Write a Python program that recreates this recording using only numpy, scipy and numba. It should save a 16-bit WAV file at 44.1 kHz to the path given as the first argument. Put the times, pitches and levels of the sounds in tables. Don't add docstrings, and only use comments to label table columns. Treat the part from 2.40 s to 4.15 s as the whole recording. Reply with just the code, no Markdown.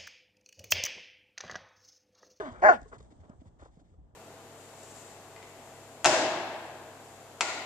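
import sys
import numpy as np
from scipy import signal
from scipy.fft import rfft, irfft, next_fast_len
from scipy.io import wavfile
from scipy.ndimage import uniform_filter1d
from numba import njit

SR = 44100
rng = np.random.default_rng(int(sys.argv[2]) if len(sys.argv) > 2 else 0)


def digitize_waveform(pressure):
    field = np.atleast_2d(pressure).T
    bounded = np.clip(field, -1, 1)
    quanta = np.round(bounded * 32767).astype(np.int16)
    wavfile.write(sys.argv[1], SR, quanta)


def volts(x):
    e = np.asarray(x, float) / 20
    return 10 ** e


N = 77175

# time_s, level_db, pitch_hz, chest_tone_db, mouth_resonance_hz
BARK_COURSE = [
    (.222, -32, 344.9, -39.5, 1790),
    (.236, -17.5, 371.2, -32.5, 1560),
    (.256, -14.5, 421.1, -36, 1583),
    (.272, -14.5, 416.9, -42.5, 1700),
    (.283, -17.5, 399.8, -48, 1684),
    (.292, -8.5, 364, -46, 1365),
    (.308, -17, 346.2, -40, 1380),
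    (.332, -28.5, 273.4, -42, 1440),
    (.368, -53.5, 205, -49, 1442),
]
# centre_hz, width_hz, level_db
OPEN_THROAT = [(689, 193, 4.5), (1080, 300, -14), (1531, 90, -4.5), (1700, 174.2, -0.5), (2145, 390, -16.5)]
# centre_hz, width_hz, level_re_voice_db
BARK_RASP = [(400, 180, -12), (2050, 450, -24), (2900, 400, -38), (3900, 500, -47), (4750, 250, -33),
             (5700, 900, -41), (6850, 450, -38), (7900, 1100, -52)]


def bark():
    return voice(BARK_COURSE, OPEN_THROAT, rough=.2, teeth=BARK_RASP, rasp_db=7.0)


# time_s, level_db, pitch_hz, chest_tone_db, mouth_resonance_hz
EARLIER_COURSE = [
    (0.0, -38, 402.8, -35.5, 1020),
    (0.014, -37, 405.5, -34.5, 1100),
    (0.02, -42.5, 384, -45, 1100),
    (0.03, -40.5, 315, -49.5, 1150),
    (0.088, -44, 252.9, -40, 1170),
    (0.106, -52, 234.4, -57.5, 1160),
    (0.13, -54, 240, -64, 1190),
    (.2, -63.5, 242.5, -74.5, 1190),
]
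# centre_hz, width_hz, level_db
CLOSING_THROAT = [(640, 110, 5.5), (990, 300, -1), (1540, 200, -9), (1160, 400, 0), (1850, 520, -14)]
# centre_hz, width_hz, level_re_voice_db
EARLIER_RASP_PEAKS = [(377, 60, -8.5), (2086, 440, -33.5), (3500, 840, -31), (4200, 500, -39.5),
                      (4816, 520, -36), (6200, 900, -42), (6700, 600, -39), (8500, 870, -45.5)]


def earlier_bark():
    return voice(EARLIER_COURSE, CLOSING_THROAT, rough=1.1, teeth=EARLIER_RASP_PEAKS, rasp_db=11.0)


# four corner times, time_s
DOUBLING_TIMES = (.231, .241, .281, .288)


def voice(course, throat, rough, teeth, rasp_db):
    jitter, muzzle_hz = .013, 2300
    weak_depth, weak_rest = .85, .08
    closing_tilt = .55
    rasp_slope = .73
    undertone_db = -10

    rows, t = np.array(course), np.arange(N) / SR
    db, hz, chest_db, mouth_hz = (np.interp(t, rows[:, 0], rows[:, k]) for k in range(1, 5))
    weak = weak_rest + (weak_depth - weak_rest) * np.interp(t, DOUBLING_TIMES, [0, 1, 1, 0])
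    phase = np.pi * np.cumsum(hz * (1 + jitter * walk(150))) / SR

    k = np.arange(3, 30)[:, None]
    span = slice(0, int(.5 * SR))
    strength = np.where(k % 2, weak[span], 1)
    rolloff = 1 + (k * hz[span] / 2 / 2500) ** 8
    folds = np.zeros(N)
    folds[span] = (strength * np.cos(k * phase[span]) / rolloff).sum(0) / 4

    air = rng.standard_normal(N) * (1 + 0.21 * np.cos(phase))
    slack = np.clip(db.max() - 7 - db, 0, 30)
    drive = folds + rough * 2 * air * volts(slack)
    mouth = resonate(drive, throat[2:3], 0.94) + resonate(drive, throat[3:], mouth_hz / throat[3][0])
    x = resonate(drive, throat[:2], 0.99) + volts(-closing_tilt * slack) * mouth
    x = -signal.sosfilt(signal.butter(6, muzzle_hz, fs=SR, output="sos"), x)
    x /= np.sqrt(uniform_filter1d(x ** 2, 600) + 1e-9)

    rasp = volts(rasp_db + rasp_slope * db + 0.58 * walk(70)) * resonate(air, teeth, 0.95)
    chest = np.sin(2 * phase) + weak * volts(undertone_db) * np.sin(phase)
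    x = x * volts(db) + np.sqrt(2) * volts(chest_db) * chest + rasp
    start, end = rows[0, 0], rows[-1, 0]
    return x * np.interp(t, [start - .003, start, end, end + 0.017], [0, 1, 1, 0])


# start_s,
# length_s, level_db, throat_ratio
HUFF_EVENTS = [(0.122, 0.12, -52, 1.22), (.4, .03, -78, 2.1), (0.512, 0.054, -51, 1.04),
               (0.525, 0.017, -53, 1.1), (0.706, 0.024, -59.5, 0.69), (0.822, 0.043, -63, 0.77),
               (0.876, 0.067, -60.5, 0.94), (1.038, 0.046, -66, 0.756), (1.186, 0.068, -59.5, 1),
               (1.243, 0.059, -65, 0.88), (1.363, 0.053, -70, 0.73)]
# centre_hz, width_hz, level_db
HUFF_PEAKS = [(470, 360, 5), (1170, 530, 1.5), (1900, 240, -12)]
# start_s, length_s, level_db
EXHALE_EVENTS = [
    (.214, 0.014, -62.5),
    (.295, 0.073, -55),
]
# centre_hz, width_hz, level_db
TEETH_PEAKS = [(2120, 600, 8), (3300, 1100, 2), (5595, 1800, -4), (8300, 920, -9)]


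def huffs():
    air = rng.standard_normal(N) * volts(2.1 * walk(140))
    hiss = unit(resonate(air, TEETH_PEAKS, 1.))
    out = hiss * sum(volts(db) * swell(s, length) for s, length, db in EXHALE_EVENTS)
    for s, length, db, ratio in HUFF_EVENTS:
        out = out + volts(db) * swell(s, length) * unit(resonate(air, HUFF_PEAKS, ratio))
    return out


# start_s, peak_db, ring_hz, t60_s
PAW_THUDS = [(0.419, -43, 270, 0.023), (0.457, -52, 434, 0.066), (0.605, -45, 454, 0.02),
             (0.722, -52, 285, 0.035), (0.897, -34.5, 214.7, 0.015), (1.016, -48, 259, 0.035),
             (1.056, -47, 202, 0.021), (1.226, -45, 300, 0.024), (0.534, -57, 480, 0.023),
             (0.714, -52, 520, 0.012), (0.787, -54, 201.6, 0.034), (0.834, -62, 609, 0.032),
             (1.193, -64, 735, 0.025), (1.221, -48.5, 567, .03), (1.397, -60, 586, 0.024),
             (1.498, -65, 296, 0.029), (1.539, -59, 493, 0.025), (1.586, -62, 298, 0.058),
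             (1.668, -61, 336, 0.022), (1.708, -67, 589, 0.022), (1.371, -46.5, 180, 0.023),
             (1.415, -56, 295.6, 0.03)]


def paws():
    out, t = np.zeros(N + 4096), np.arange(4096) / SR
    for s, db, hz, t60 in PAW_THUDS:
        decay = np.exp(-np.log(1000) * t / max(t60, .01)) * (1 - np.exp(-t / .0025))
        ring = (np.sin(2 * np.pi * hz * t) + .35 * np.sin(2 * np.pi * 2.5 * hz * t)) * decay
        tick = uniform_filter1d(rng.standard_normal(4096), size=20) * np.exp(-t / 0.0037)
        i = int(s * SR)
        out[i:i + 4096] += volts(db) * (3.0 * ring + 0.31 * tick)
    return out[:N]


# start_s, level_db, boom_hz, length_s
LANDING_BOOMS = [(0.114, -41, 85, 0.016), (0.222, -46, 65.7, 0.036), (0.399, -50, 59.57, 0.036),
                 (0.466, -58.5, 68, 0.052), (0.587, -49.5, 62.73, 0.066), (0.79, -48.5, 82, 0.039),
                 (0.984, -45, 75, 0.024), (1.058, -48.5, 88, 0.028), (1.212, -45.5, 61.6, 0.024),
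                 (1.387, -59, 66.7, .03), (1.502, -52.5, 84.5, .04), (1.566, -51, 59.7, 0.054)]


def landings():
    t, out = np.arange(N) / SR, np.zeros(N)
    for s, db, hz, length in LANDING_BOOMS:
        out += volts(db) * uniform_filter1d(swell(s, length), size=300) * np.sin(2 * np.pi * hz * (t - s))
    return out


# start_s, length_s, high_register_db, low_register_db
GRASS_BRUSHES = [(.113, 0.016, -68, -74), (0.199, 0.0041, -69, -71), (.414, 0.0044, -62, -87.5),
                 (0.428, 0.0048, -67.5, -74), (0.475, 0.028, -72, -86), (0.514, 0.048, -73, -68.5),
                 (0.626, .005, -71, -80), (0.579, 0.016, -70.5, -69.5), (0.6, .012, -69, -67.5),
                 (0.606, 0.062, -77.5, -77), (0.701, 0.029, -74, -70), (0.799, 0.019, -78.5, -74),
                 (0.834, 0.027, -87.5, -78.5), (0.893, 0.0073, -70, -89), (0.997, 0.023, -83, -77),
                 (1.048, 0.039, -79, -78.5), (1.185, 0.048, -75, -71.5), (1.224, 0.015, -74.5, -72),
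                 (1.236, 0.053, -79, -78), (1.304, 0.079, -82.5, -82), (1.387, 0.034, -78, -78),
                 (1.43, 0.096, -89, -85), (1.533, 0.015, -92, -87)]
# centre_hz, width_hz, level_db
LOW_BLADES = [(1870, 450, 3), (3400, 1000, -5)]
HIGH_BLADES = [(6330, 6000, 0)]


def grass():
    snaps = (rng.random(N) < 2500 / SR) * rng.standard_normal(N)
    snaps *= volts(1.5 * rng.exponential(size=N))
    x = (unit(snaps) + 1.5 * rng.standard_normal(N)) * volts(1.8 * walk(90))
    high = unit(resonate(x, HIGH_BLADES, 1.))
    low = unit(resonate(x, LOW_BLADES, 1.))
    return sum(swell(s, n) * (volts(hi_db) * high + volts(lo_db) * low) for s, n, hi_db, lo_db in GRASS_BRUSHES)


def reverberation(dog):
    yard = volts(-14) * tail(dog, t60=0.18)
    leaves = resonate(dog, [(2080, 700, 12.5)], 0.97)
    return yard + volts(-35) * tail(dog + leaves, t60=0.36)


def wall_echo(dog):
    return volts(-21) * np.roll(dog, int(.017 * SR))


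# frequency_hz, density_db_per_hz
WIND_SPECTRUM = [(25, 4.5), (80, -5), (589, -25), (667, -21.5), (2530, -53), (3300, -48), (4200, -52.5),
                 (7870, -47.5), (9130, -55.5), (11900, -92.5)]


def wind():
    fade_db_per_s, hush_s, hush_db = -8.5, 1.53, -6
    out, gust, t = 0, walk(4.3), np.arange(N) / SR
    base = [colour(rng.standard_normal(N), WIND_SPECTRUM) for _ in range(2)]
    for hz in 35 * 2 ** np.arange(0, 8.1, .5):
        shared, apart = (svf(v, np.full(N, hz), hz / 0.94) for v in base)
        db = .9 * gust + 3.0 * walk(11)
        db += fade_db_per_s * min(hz / 500, 1) * (t - 1)
        db += (hz > 2000) * np.interp(t, [hush_s, hush_s + 0.072], [0, hush_db])
        out = out + volts(db) * np.array([shared, min(hz / 900, 1) * apart])
    return volts(-58) * unit(out)


def unit(x):
    return x / np.sqrt(np.mean(x ** 2))


@njit
def svf(x, hz, width):
    y, band, low = np.empty(len(x)), 0., 0.
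    for i in range(len(x)):
        g, k = np.tan(np.pi * hz[i] / SR), width / hz[i]
        v = (band + g * (x[i] - low)) / (1 + g * (g + k))
        band, low, y[i] = 2 * v - band, low + 2 * g * v, k * v
    return y


def walk(rate):
    k = int(SR / rate)
    steps = np.repeat(rng.standard_normal(N // k + 1), k)
    return 1.3 * uniform_filter1d(uniform_filter1d(steps, k), k)[:N]


def colour(x, points):
    p, f = np.array(points), np.fft.rfftfreq(N, 1 / SR)
    return irfft(rfft(x) * volts(np.interp(np.log(f + 1), np.log(p[:, 0]), p[:, 1], right=-80)), N)


def resonate(x, peaks, ratio):
    move, out = ratio + np.zeros(N), 0
    for k, (hz, width, db) in enumerate(peaks):
        once = svf(x, hz * move, 1.245 * width)
        out = out + (-1) ** k * volts(db) * svf(once, hz * move, 1.245 * width)
    return out


def swell(start, length):
    return np.interp(np.arange(N) / SR, start + length * np.array([0, .25, .75, 1.25]), [0, 1, 1, 0])


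def tail(x, t60):
    t = np.arange(int(t60 * SR)) / SR
    h = rng.standard_normal((2, len(t))) * np.exp(-np.log(1000) * t / t60) * np.minimum(t / 0.004, 1)
    h /= np.sqrt((h ** 2).sum(1, keepdims=True))
    return signal.fftconvolve(x[None], h, axes=1)[:, :N]


# frequency_hz, left_over_right_db
PORT_BALANCE = [(30, 3.5), (100, -.5), (180, -3.5), (310, -.5), (950, -1), (1650, 8.5), (2870, 8.5),
                (4990, 4.5), (6000, -7), (8000, -10.5)]


def ports(shared, apart):
    n = next_fast_len(N + 4096)
    f, p = np.fft.rfftfreq(n, 1 / SR), np.array(PORT_BALANCE)
    lag = np.interp(f, [1100, 2500], [0.00023, 0.000397])
    h = volts(np.interp(np.log(f + 1), np.log(p[:, 0]), p[:, 1]) / 2)
    bass_turn = 1 / (1 + (f / 111) ** 2)
    turn = np.exp(-2j * np.pi * f * lag - 1j * bass_turn)
    left = irfft(rfft(shared + apart, n) * h * turn, n)
    right = irfft(rfft(shared - apart, n) / h, n)
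    return np.array([left, right])[:, :N]


def scene():
    dog = bark() + earlier_bark()
    yard, air, blades = reverberation(dog), wind(), grass()
    steps = paws() + landings()
    shared = dog + wall_echo(dog) + yard[0] + steps + huffs() + blades + air[0]
    apart = 0.9 * yard[1] + 1.1 * air[1] + 0.12 * np.roll(blades, 60)
    return ports(shared, apart)


def top_cut(x):
    return signal.sosfilt(signal.butter(12, 9280, fs=SR, output="sos"), x)


def record(dry):
    x = signal.sosfilt(signal.ellip(8, .3, 60, 8950, fs=SR, output="sos"), dry)
    x = signal.sosfilt(signal.butter(3, 42, "high", fs=SR, output="sos"), x)
    return top_cut(x)


dry = scene()
out = record(dry)
digitize_waveform(out)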